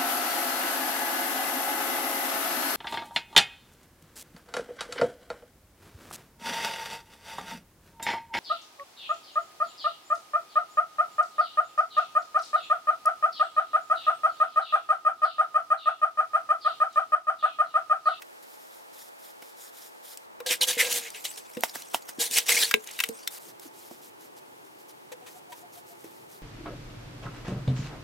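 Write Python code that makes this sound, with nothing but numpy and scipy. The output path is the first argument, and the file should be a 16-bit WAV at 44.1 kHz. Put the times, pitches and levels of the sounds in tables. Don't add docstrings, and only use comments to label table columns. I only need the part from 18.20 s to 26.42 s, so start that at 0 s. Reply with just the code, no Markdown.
import sys
import numpy as np
from scipy import signal
from scipy.fft import rfft, irfft
from scipy.io import wavfile
from scipy.ndimage import uniform_filter1d

SR = 44100
rng = np.random.default_rng(int(sys.argv[2]) if len(sys.argv) > 2 else 0)


def file_out(sig):
    cols = np.atleast_2d(sig).T
    lim = np.clip(cols, -1, 1)
    pcm = np.round(lim * 32767).astype(np.int16)
    wavfile.write(sys.argv[1], SR, pcm)


N = 362502
TIME = np.arange(N) / SR

# t/s, rise/s, length/s, hiss level/dB, rasp level/dB, f of the hollow under the hand/Hz, hum level/dB
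PUSHES = [(2.2602, 0.0036, 0.025, -32, -27, 4120, -39), (2.287, 0.026, 0.039, -23, -22, 2430, -40.5),
          (2.408, 0.0028, 0.026, -25, -24, 4000, -41.5), (2.466, 0.019, 0.044, -24.5, -30, 3100, -41.5),
          (2.52, 0.01, 0.04, -39, -35.5, 2780, -60), (2.572, 0.04, 0.038, -20.5, -16.5, 2250, -63),
          (2.619, 0.011, 0.066, -32.5, -29, 2800, -38), (2.688, 0.02, 0.098, -28.5, -36, 3300, -46.5),
          (2.796, .02, 0.085, -44, -37.5, 2410, -55), (2.933, 0.063, 0.027, -37, -26.5, 2620, -51),
          (3.039, 0.013, 0.014, -32, -30.5, 3040, -72), (3.17, 0.0085, 0.0098, -38.5, -44, 2880, -54),
          (3.988, 0.032, 0.027, -20.5, -24, 3500, -37.5), (4.027, 0.0088, 0.039, -31.5, -42.5, 3770, -56),
          (4.098, 0.053, 0.054, -27, -35.5, 3830, -61), (4.15, 0.022, 0.032, -21, -20, 2530, -44),
          (4.19, .012, .04, -42, -40.5, 3600, -55.5), (4.256, 0.01, 0.029, -34, -35.5, 3000, -67),
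          (4.279, 0.012, 0.045, -21, -23, 2360, -40.5), (4.334, 0.015, 0.068, -24.5, -47.5, 3170, -45.5),
          (4.398, 0.019, 0.042, -23, -22.5, 3930, -57.5), (4.455, 0.0081, 0.043, -35.5, -42, 3800, -53.5),
          (4.659, 0.018, 0.051, -56, -39.5, 2600, -66), (4.72, 0.017, 0.14, -49, -48.5, 3200, -74),
          (4.827, 0.024, 0.027, -58, -52, 2300, -51)]
HISS, RASP, HOLLOW, HUM = 3, 4, 5, 6


def push_gains(column, release_db_per_s=533.5, linger_db=-25, linger_db_per_s=126):
    gains, t = np.zeros((len(PUSHES), N)), np.arange(SR // 2) / SR
    for gain, row in zip(gains, PUSHES):
        start, rise, length = row[:3]
        after = np.maximum(t - length, 0)
        release = np.maximum(amp(-release_db_per_s * after), amp(linger_db - linger_db_per_s * after))
        add(gain, start, amp(row[column]) * np.minimum(t / rise, 1) * release)
    return gains


# f/Hz, level/dB
SAND_SPECTRUM = [(60, -35.5), (200, -21), (380, -10.5), (700, -9.5), (1250, -14), (2000, -4.5), (4000, -2),
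                 (7000, 0), (10000, -2), (13500, -6), (16000, -13.5)]
# t/s, level/dB
CREEP_LEVEL = [(2.85, -55.5), (3.1, -42.5), (3.23, -54), (3.372, -53), (3.51, -46.5), (3.63, -48),
               (3.66, -52), (3.98, -59), (4.55, -52), (4.68, -49.5), (4.822, -50.5), (4.93, -50),
               (5.1, -55.5)]


def scooping(rasp_db=-6, hollow_width_hz=1200, rim_db=-10):
    rasp_gains = push_gains(RASP)
    share = rasp_gains + 1e-9
    hollow_hz = np.array(PUSHES)[:, HOLLOW] @ share / share.sum(0)
    sand = colour(grains(per_s=11000, spread_db=0.5, clump_db=1), SAND_SPECTRUM)
    hiss = low_cut(patchy(pot_modes(sand, ring_db=-33), depth_db=3), hz=110)
    slips = pot_modes(grains(per_s=9000, spread_db=0.5, clump_db=2.5), ring_db=-2)
    rasp = resonate_twice(slips, hollow_hz, hollow_width_hz)
    rasp = evened(low_cut(low_cut(rasp, hz=1050), hz=1050))
    ooze = patchy(colour(grains(per_s=23000, spread_db=0, clump_db=3.5), SAND_SPECTRUM), depth_db=4.5)
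    drag = power_sum(push_gains(HISS))
    creep = amp(np.interp(TIME, *np.transpose(CREEP_LEVEL), left=-np.inf, right=-np.inf))
    direct = hiss * drag + amp(rasp_db) * rasp * power_sum(rasp_gains) + ooze * creep
    rim_reflections = amp(rim_db) * (drag + creep) * colour(noise(N), SAND_SPECTRUM)
    return widen(direct, rim_reflections, ECHO_WIDTH)


# f/Hz, bandwidth/Hz, level/dB
POT_MODES = [(1010, 40, 7), (1623, 20, 7), (2040, 210, 0), (2230, 60, -2), (3067, 36, -14), (3600, 35, 8),
             (3880, 100, 5)]


def pot_modes(x, ring_db):
    return x + amp(ring_db) * sum(amp(db) * resonate(x, hz, width) for hz, width, db in POT_MODES)


# t/s, f/Hz
MOUTH_PITCH = [(2.65, 495.4), (2.78, 476), (2.95, 426), (4.0, 472), (4.42, 473), (4.6, 422), (4.85, 462)]


def pot_hum(width_hz=13, mouth_db=1.5, overtone_hz=1635, overtone_db=-6, ring_s=0.0032, boom_db=-7):
    stirring = np.roll(power_sum(push_gains(HUM)), -SR // 200)
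    fade = np.exp(-1 / (ring_s * SR))
    swell = signal.lfilter([1 - fade], [1, -fade], stirring)
    out = amp(boom_db) * evened(resonate_twice(noise(N), hz=680, width_hz=420))
    mouth_hz = np.interp(TIME, *np.transpose(MOUTH_PITCH))
    for hz, db in [(mouth_hz, mouth_db), (overtone_hz, overtone_db)]:
        mode = resonate_twice(noise(N), hz, width_hz)
        running_rms = np.sqrt(abs(uniform_filter1d(mode ** 2, size=1200)) + 1e-12)
        out += amp(db) * mode / running_rms
    return out * swell


# t/s, level/dB, f/Hz, relative crackle level/dB
SUCTION_SNAPS = [(2.204, -30, 2050, 7), (2.904, -20, 9050, -16), (3.053, -14, 3460, -12),
                 (3.371, -26, 2120, -9), (3.408, -19, 9800, -10), (2.727, -11, 7060, 1),
                 (4.112, -19.5, 8150, 8), (4.185, -3.5, 5100, -2), (4.293, -11, 3240, 9),
                 (4.5125, -10.5, 1930, -1), (4.5408, 1, 2500, -21.5), (4.674, -29, 6500, 12),
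                 (4.791, -19.5, 2360, 10), (4.8032, -9, 2350, 1), (4.8385, -12, 2300, 3),
                 (4.889, -21, 7450, 4), (5.0757, -11.5, 4630, -2)]


def suction_snaps():
    pops = bursts(SUCTION_SNAPS, damping=0.83, bright_db=-4.5, lead=0.35, cut_ratio=0.32, decay_s=0.0047)
    return pot_modes(amp(0.5) * low_cut(pops, hz=1400), ring_db=-5)


def bursts(rows, damping, bright_db, lead, cut_ratio, decay_s):
    out, t = np.zeros(N), np.arange(-SR // 60, SR // 12) / SR
    for s, db, hz, crackle_db, *_ in rows:
        decay = decay_s / np.sqrt(hz / 1000)
        fizz = noise(len(t)) * np.exp(-np.maximum(t / decay, -t / (lead * decay)))
        cycles = hz * np.maximum(t, 0)
        pulse = np.sin(2 * np.pi * cycles) * np.exp(-damping * cycles)
        body = resonate(fizz, hz, hz / 2) * np.sqrt(SR / hz / np.pi)
        crackle = amp(crackle_db) * (body + amp(bright_db) * fizz)
        pop = low_cut(pulse + crackle, cut_ratio * hz)
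        add(out, s + t[0], amp(db) * pop / (np.max(pulse) + 2 * amp(crackle_db)))
    return out


# t/s, level/dB, f/Hz, half-width/s, glide/(octaves/s)
FINGER_SQUELCHES = [(2.212, -49, 970, 0.0065, -4), (2.32, -33, 2230, 0.0099, 4),
                    (2.416, -20.5, 3990, 0.0036, -22), (2.425, -21.5, 3060, 0.0032, 2),
                    (2.441, -22.5, 3100, .0035, 5), (2.605, -24.5, 1980, 0.014, -5),
                    (2.87, -46, 2200, 0.01, -9), (4.092, -52, 3660, .025, -4), (4.322, -25, 2080, 0.01, 0),
                    (4.43, -33, 1850, 0.0066, 9), (4.449, -26.5, 4400, .007, 19)]


def squelches(width_hz=260):
    out, t = np.zeros(N), np.arange(-SR // 12, SR // 12) / SR
    for s, db, hz, half_width, glide in FINGER_SQUELCHES:
        swell = np.exp(-(t / half_width) ** 2 / 2)
        whistle = swell * resonate_twice(noise(len(t)), hz * 2 ** (glide * t), width_hz)
        add(out, s + t[0], amp(db) * whistle * np.linalg.norm(swell) / np.linalg.norm(whistle))
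    return out


def bubbles(low_hz=1600, high_hz=9000, pitches=24, per_s=260, cycles=14, spread_db=6.5, relative_db=-11):
    out, t = np.zeros(N), np.arange(SR // 30) / SR
    size = amp(spread_db * np.minimum(rng.exponential(1, N), 4)) * (rng.random(N) < per_s / SR)
    pocket = rng.integers(0, pitches, N)
    pops = [np.sin(2 * np.pi * hz * t) * np.exp(-hz * t / cycles) * (1 - np.exp(-hz * t))
            for hz in np.geomspace(low_hz, high_hz, pitches)]
    for k in np.flatnonzero(size):
        add(out, k / SR, size[k] * pops[pocket[k]])
    return amp(relative_db) * evened(low_cut(out, hz=910)) * power_sum(push_gains(HISS))


# t/s, thud level/dB, ring level/dB, ring f/Hz
HAND_BLOWS = [(2.203, -62, -34, 487), (2.569, -32, -29, 475), (3.37, -21.5, -30, 490),
              (3.984, -27.5, -47, 297), (4.543, -22, -21.5, 430), (4.892, -24.5, -29.5, 449)]


def thumps(thud_hz=210, heavy_db=-25, db_per_octave=55, thud_t60=0.022, ring_t60=0.1, rise_s=0.0013,
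           overshoot=0.48, yield_s=0.007, click_ring_ratio=0.775):
    out, t = np.zeros(N), np.arange(SR // 4) / SR
    under_clicks = [(s, thud, ring, click_ring_ratio * hz) for s, _, hz, _, thud, ring in SHORT_CLICKS]
    for s, thud_db, ring_db, ring_hz in HAND_BLOWS + under_clicks:
        hz = thud_hz * 2 ** ((heavy_db - thud_db) / db_per_octave)
        cycles = np.cumsum(hz * (1 + overshoot * np.exp(-t / yield_s))) / SR
        thud = amp(thud_db - 60 * t / thud_t60) * np.sin(2 * np.pi * cycles)
        ring = amp(ring_db - 60 * t / ring_t60) * np.sin(2 * np.pi * ring_hz * t)
        add(out, s, (thud + ring) * (1 - np.exp(-t / rise_s)))
    return low_cut(out, hz=175)


# t/s, knock level/dB, knock f/Hz, smack level/dB, smack f/Hz,
# spray level/dB, spray decay/s, squeezed air level/dB, thud level/dB
LUMPS = [(3.4356, -17, 740, -12.5, 2130, -27, 0.014, -47, -46),
         (3.557, -36, 790, -25.5, 1630, -40.5, 0.039, -31, -43),
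         (3.745, -18.5, 773, -15, 3000, -28, 0.015, -30.5, -44),
         (3.892, -47, 880, -34.5, 1790, -35, 0.0096, -34.5, -55)]
# f/Hz, bandwidth/Hz, level/dB
LUMP_MODES = [(650, 70, -1), (920, 61, -4)]
# f/Hz, level/dB
SPRAY_SPECTRUM = [(150, -9), (700, -5.5), (10000, -4.5), (16000, -7.5)]


def plops(thud_hz=250, crack_db=-9, squeeze_s=0.0063):
    out, t = np.zeros(N), np.arange(-SR // 20, SR // 7) / SR
    for s, knock_db, knock_hz, smack_db, smack_hz, spray_db, spray_s, squeeze_db, thud_db in LUMPS:
        knock = amp(knock_db) * puff(t, peak_s=0.00079) * np.sin(2 * np.pi * knock_hz * t)
        hollow = sum(amp(db) * resonate(knock, hz, width) for hz, width, db in LUMP_MODES)
        smack = amp(smack_db) * puff(t, peak_s=0.00035) * np.sin(2 * np.pi * smack_hz * t)
        thud = amp(thud_db) * puff(t, peak_s=0.0039) * np.sin(2 * np.pi * thud_hz * t)
        squeeze = amp(squeeze_db) * np.exp(-abs(t) / squeeze_s)
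        spray = amp(spray_db) * np.exp(-abs(t) / spray_s)
        crack = amp(smack_db + crack_db) * puff(t, peak_s=0.00055)
        grit = colour(noise(len(t)), SPRAY_SPECTRUM) * (np.where(t < 0, squeeze, spray) + crack)
        add(out, s + t[0], knock + hollow + smack + thud + grit)
    return low_cut(out, hz=216)


# t/s, level/dB, f/Hz, relative crackle level/dB, thud level/dB, ring level/dB
SHORT_CLICKS = [(.021, -36, 1860, -9, -54, -55), (1.223, -38, 690, -12.5, -42, -56),
                (1.974, -21, 8050, -27, -71, -75), (5.3968, -32.5, 6870, -16, -69, -72),
                (5.712, -35, 634, -30, -32, -53), (7.844, -36, 425, -22.5, -57, -42.5)]


def short_clicks(resonance_db=-2.5):
    pops = bursts(SHORT_CLICKS, damping=0.95, bright_db=8, lead=0.21, cut_ratio=0.46, decay_s=0.0066)
    return pops + amp(resonance_db) * resonate(pops, hz=2200, width_hz=940)


# t/s, length/s, level/dB
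PALM_STROKES = [(0.223, 0.023, -56), (.24, 0.24, -61), (0.462, 0.16, -61.5), (0.728, 0.17, -52.5),
                (0.987, 0.14, -54), (1.215, 0.12, -56), (1.364, 0.14, -48.5), (1.523, 0.18, -50.5),
                (1.827, 0.14, -48.5), (5.102, 0.087, -43.5), (5.193, 0.13, -51), (5.408, 0.082, -50),
                (5.523, 0.29, -55), (5.813, 0.09, -52.5), (5.99, .1, -58), (6.163, 0.036, -53.5),
                (6.447, 0.038, -61), (6.579, .06, -62.5), (6.68, 0.04, -56.5), (7.07, 0.13, -55.5),
                (7.295, 0.14, -55), (7.52, 0.096, -53.5), (7.661, 0.077, -54.5), (7.73, 0.33, -60),
                (8.088, 0.11, -54.5)]
# t/s, length/s, level/dB
LIGHT_RUBS = [(0, 0.85, -69.5), (6.098, 0.69, -72)]
# f/Hz, level/dB
SMEAR_SPECTRUM = [(100, -60), (450, 0.5), (1200, 0.5), (2600, -0.5), (3700, 1.5), (4500, 2), (5700, 2.5),
                  (14500, 5), (17000, -17)]


def smearing(arch=0.42, unsteady_db=1.4, gap_hz=5200, gap_octaves=0.37, gap_db=-3, side_db=-7):
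    strokes = sum(amp(db) * abs(np.sin(np.pi * np.clip((TIME - start) / length, 0, 1))) ** arch
                  for start, length, db in PALM_STROKES + LIGHT_RUBS)
    grit = patchy(colour(grains(per_s=16000, spread_db=-3.5, clump_db=0.5), SMEAR_SPECTRUM), depth_db=1)
    gap_pitch = gap_hz * 2 ** (gap_octaves * wander(hz=10.7))
    grit = evened(grit + amp(gap_db) * resonate(grit, gap_pitch, width_hz=1400))
    side = amp(side_db) * colour(noise(N), SMEAR_SPECTRUM)
    return amp(unsteady_db * wander(hz=18)) * strokes * widen(grit, side, ECHO_WIDTH)


def glancing_echo(x, delay_s=0.000562, echo_db=-11, until_s=2.5):
    echo = np.array([np.interp(TIME - delay_s, TIME, channel) for channel in x])
    return x + amp(echo_db) * echo * (TIME < until_s)


# t/s, scrape level/dB, scrape rise/s, ring level/dB, ring f/Hz
DISTANT_SCOOPS = [(6.917, -42, 0.0054, -29.5, 502), (7.02, -63, 0.021, -44, 480),
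                  (7.061, -46.5, 0.011, -42, 502), (7.319, -45, 0.0062, -40, 958)]
# f/Hz, level/dB
SCRAPE_SPECTRUM = [(150, -25.5), (500, 5), (1400, -8), (2300, 0), (3300, -2), (4000, -8.5), (7000, -6.5),
                   (16000, -15)]


def distant_scoops(ring_rise_s=0.0081, ring_gain_db=-3):
    out, t = np.zeros(N), np.arange(SR // 5) / SR
    for s, db, rise_s, ring_db, ring_hz in DISTANT_SCOOPS:
        scrape = evened(pot_modes(colour(noise(len(t)), SCRAPE_SPECTRUM), ring_db=-6)) * puff(t, rise_s)
        ring = np.sin(2 * np.pi * ring_hz * t) * puff(t, ring_rise_s)
        add(out, s, amp(db) * scrape + amp(ring_db + ring_gain_db) * ring)
    return out


# t/s, level/dB
SHUFFLES = [(4.11, -52), (5.28, -54), (5.465, -50.5)]


def bumps(half_width_s=0.0087):
    swell = sum(amp(db) * np.exp(-np.minimum(abs(TIME - s) / half_width_s, 10) ** 2 / 2)
                for s, db in SHUFFLES)
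    return swell * evened(low_cut(resonate_twice(noise(N), hz=300, width_hz=240), hz=140))


def bird(start_s=7.029, every_s=0.138, count=6, top_db=-47, loudest_s=7.4, swell_s=0.34, swell_db=5,
         first_hz=747, sag_hz_per_s=80, half_width_s=0.016, glide_hz_per_s=250):
    out, t = np.zeros(N), np.arange(-SR // 10, SR // 10) / SR
    for s in start_s + every_s * np.arange(count):
        db = top_db - swell_db * ((s - loudest_s) / swell_s) ** 2
        hz = first_hz - sag_hz_per_s * (s - start_s)
        tone = np.sin(2 * np.pi * (hz + glide_hz_per_s * t / 2) * t)
        add(out, s + t[0], amp(db) * np.exp(-(t / half_width_s) ** 2) * tone)
    return out


# f/Hz, level/dB
EARLY_AIR = [(35, -54), (60, -23.5), (515, 0), (862, -1), (1060, -3.5), (2840, -12), (4420, -11.5),
             (7300, -12.5), (13300, -13), (16000, -20)]
MIDDLE_AIR = [(35, -33), (100, -15), (480, -3.5), (870, -3), (3000, -17.5), (16000, -22.5)]
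LATE_AIR = [(35, -50), (60, -29), (108, -8), (227, -5.5), (350, 3), (621, -5.5), (862, -3), (1400, -11),
            (3850, -17.5), (12700, -19), (16000, -23.5)]
# f/Hz, side over mid level/dB
AIR_WIDTH = [(60, 0), (300, 12), (650, 9.5), (870, 9.5), (1200, 10), (2700, 8), (7000, -3.5)]
LATE_AIR_WIDTH = [(100, -1), (350, 2.5), (620, 10.5), (870, 7.5), (1300, 8.5), (2700, 7.5), (7000, -2.5)]


def outdoor_air(middle_from_s=2.05, late_from_s=5.22, fade_s=0.02):
    past_early, late = np.clip((TIME - [[middle_from_s], [late_from_s]]) / fade_s, 0, 1)
    out = np.zeros((2, N))
    for spectrum, db, width, power in [(EARLY_AIR, -57, AIR_WIDTH, 1 - past_early),
                                       (MIDDLE_AIR, -57.5, AIR_WIDTH, past_early - late),
                                       (LATE_AIR, -56.5, LATE_AIR_WIDTH, late)]:
        mid, side = colour(noise(2, N), spectrum)
        out += amp(db) * widen(mid, side, width) * np.sqrt(power)
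    return out


def drone(hz=865, width_hz=50, db=-67):
    return amp(db) * evened(resonate_twice(noise(N), hz, width_hz))


def rumble(end_db=-65, hz=125, width_hz=90, rise_db_per_s=9):
    low = low_cut(resonate(resonate(noise(2, N), hz, width_hz), hz, width_hz), hz=83)
    return evened(low + low[::-1] / 2) * amp(end_db + rise_db_per_s * (TIME - TIME[-1]))


# f/Hz, side over mid level/dB
ECHO_WIDTH = [(200, -1), (1000, 0.5), (2000, 1.5), (9000, -2.5)]


def scatter(x, t60, wet_db):
    t = np.arange(SR // 3) / SR
    tail = widen(*noise(2, len(t)), ECHO_WIDTH) * amp(-60 * t / t60)
    tail *= amp(wet_db) / np.linalg.norm(tail, axis=1, keepdims=True)
    return x + signal.oaconvolve(np.atleast_2d(x), tail, axes=1)[:, :N]


def grains(per_s, spread_db, clump_db):
    size = amp(spread_db * np.minimum(rng.exponential(1, N), 5) + clump_db * wander(hz=83))
    return evened(size * noise(N) * (rng.random(N) < per_s / SR))


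def patchy(x, depth_db):
    spectra = signal.stft(x, nperseg=256)[2]
    patches = uniform_filter1d(noise(*spectra.shape), size=4, axis=0)
    patches = evened(uniform_filter1d(patches, size=8, axis=1))
    return evened(signal.istft(spectra * amp(depth_db * patches), nperseg=256)[1][:N])


def resonate(x, hz, width_hz):
    phasor = np.exp(2j * np.pi * np.cumsum(hz * np.ones(x.shape[-1])) / SR)
    pole = np.exp(-np.pi * width_hz / SR)
    return 2 * (phasor * signal.lfilter([1 - pole], [1, -pole], x / phasor + 1e-18)).real


def resonate_twice(x, hz, width_hz):
    return resonate(resonate(x, hz, width_hz), hz, 2 * width_hz)


def low_cut(x, hz):
    return signal.sosfilt(signal.butter(2, hz, "high", fs=SR, output="sos"), x)


def shaped(x, points):
    hz, db = np.transpose(points)
    bins_hz = np.fft.rfftfreq(x.shape[-1], 1 / SR)
    gain = amp(np.interp(np.log(bins_hz + 1), np.log(hz + 1), db))
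    return irfft(rfft(x) * gain, x.shape[-1])


def colour(x, points):
    return evened(shaped(x, points))


def widen(mid, side, width):
    return mid + np.array([[1], [-1]]) * shaped(side, width)


def noise(*shape):
    return rng.standard_normal(shape)


def wander(hz):
    return evened(irfft(rfft(noise(N)) / (1 + (np.fft.rfftfreq(N, 1 / SR) / hz) ** 4), N))


def puff(t, peak_s):
    u = np.maximum(t, 0) / peak_s
    return u * np.exp(1 - u)


def power_sum(gains):
    return np.sqrt(np.sum(gains ** 2, axis=0))


def amp(db):
    return 10 ** (np.asarray(db) / 20)


def evened(x):
    return x / np.sqrt(np.mean(x ** 2) + 1e-20)


def add(mix, s, sound):
    part = mix[..., max(round(s * SR), 0):][..., :sound.shape[-1]]
    part += sound[..., :part.shape[-1]]


def scene():
    snaps = suction_snaps()
    clicks_and_plops = (short_clicks() + plops()) * amp([[-1.4], [1.4]])
    near = scooping() + bubbles() + squelches() + pot_hum()
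    near += scatter(snaps + clicks_and_plops, t60=0.023, wet_db=-5.5)
    near += scatter(thumps(), t60=0.13, wet_db=0)
    far = glancing_echo(smearing()) + scatter(bumps(), t60=0.11, wet_db=-3)
    far += scatter(distant_scoops(), t60=0.056, wet_db=-3.5) + bird()
    air = outdoor_air()
    return scatter(near, t60=0.095, wet_db=-15) + far + air + drone() + rumble()


def record(dry):
    low_pass = signal.firwin(511, 16100, window=("kaiser", 9), fs=SR)
    return signal.oaconvolve(np.clip(dry, -1, 1), low_pass[None], "same")


dry = scene()
out = record(dry)
file_out(out)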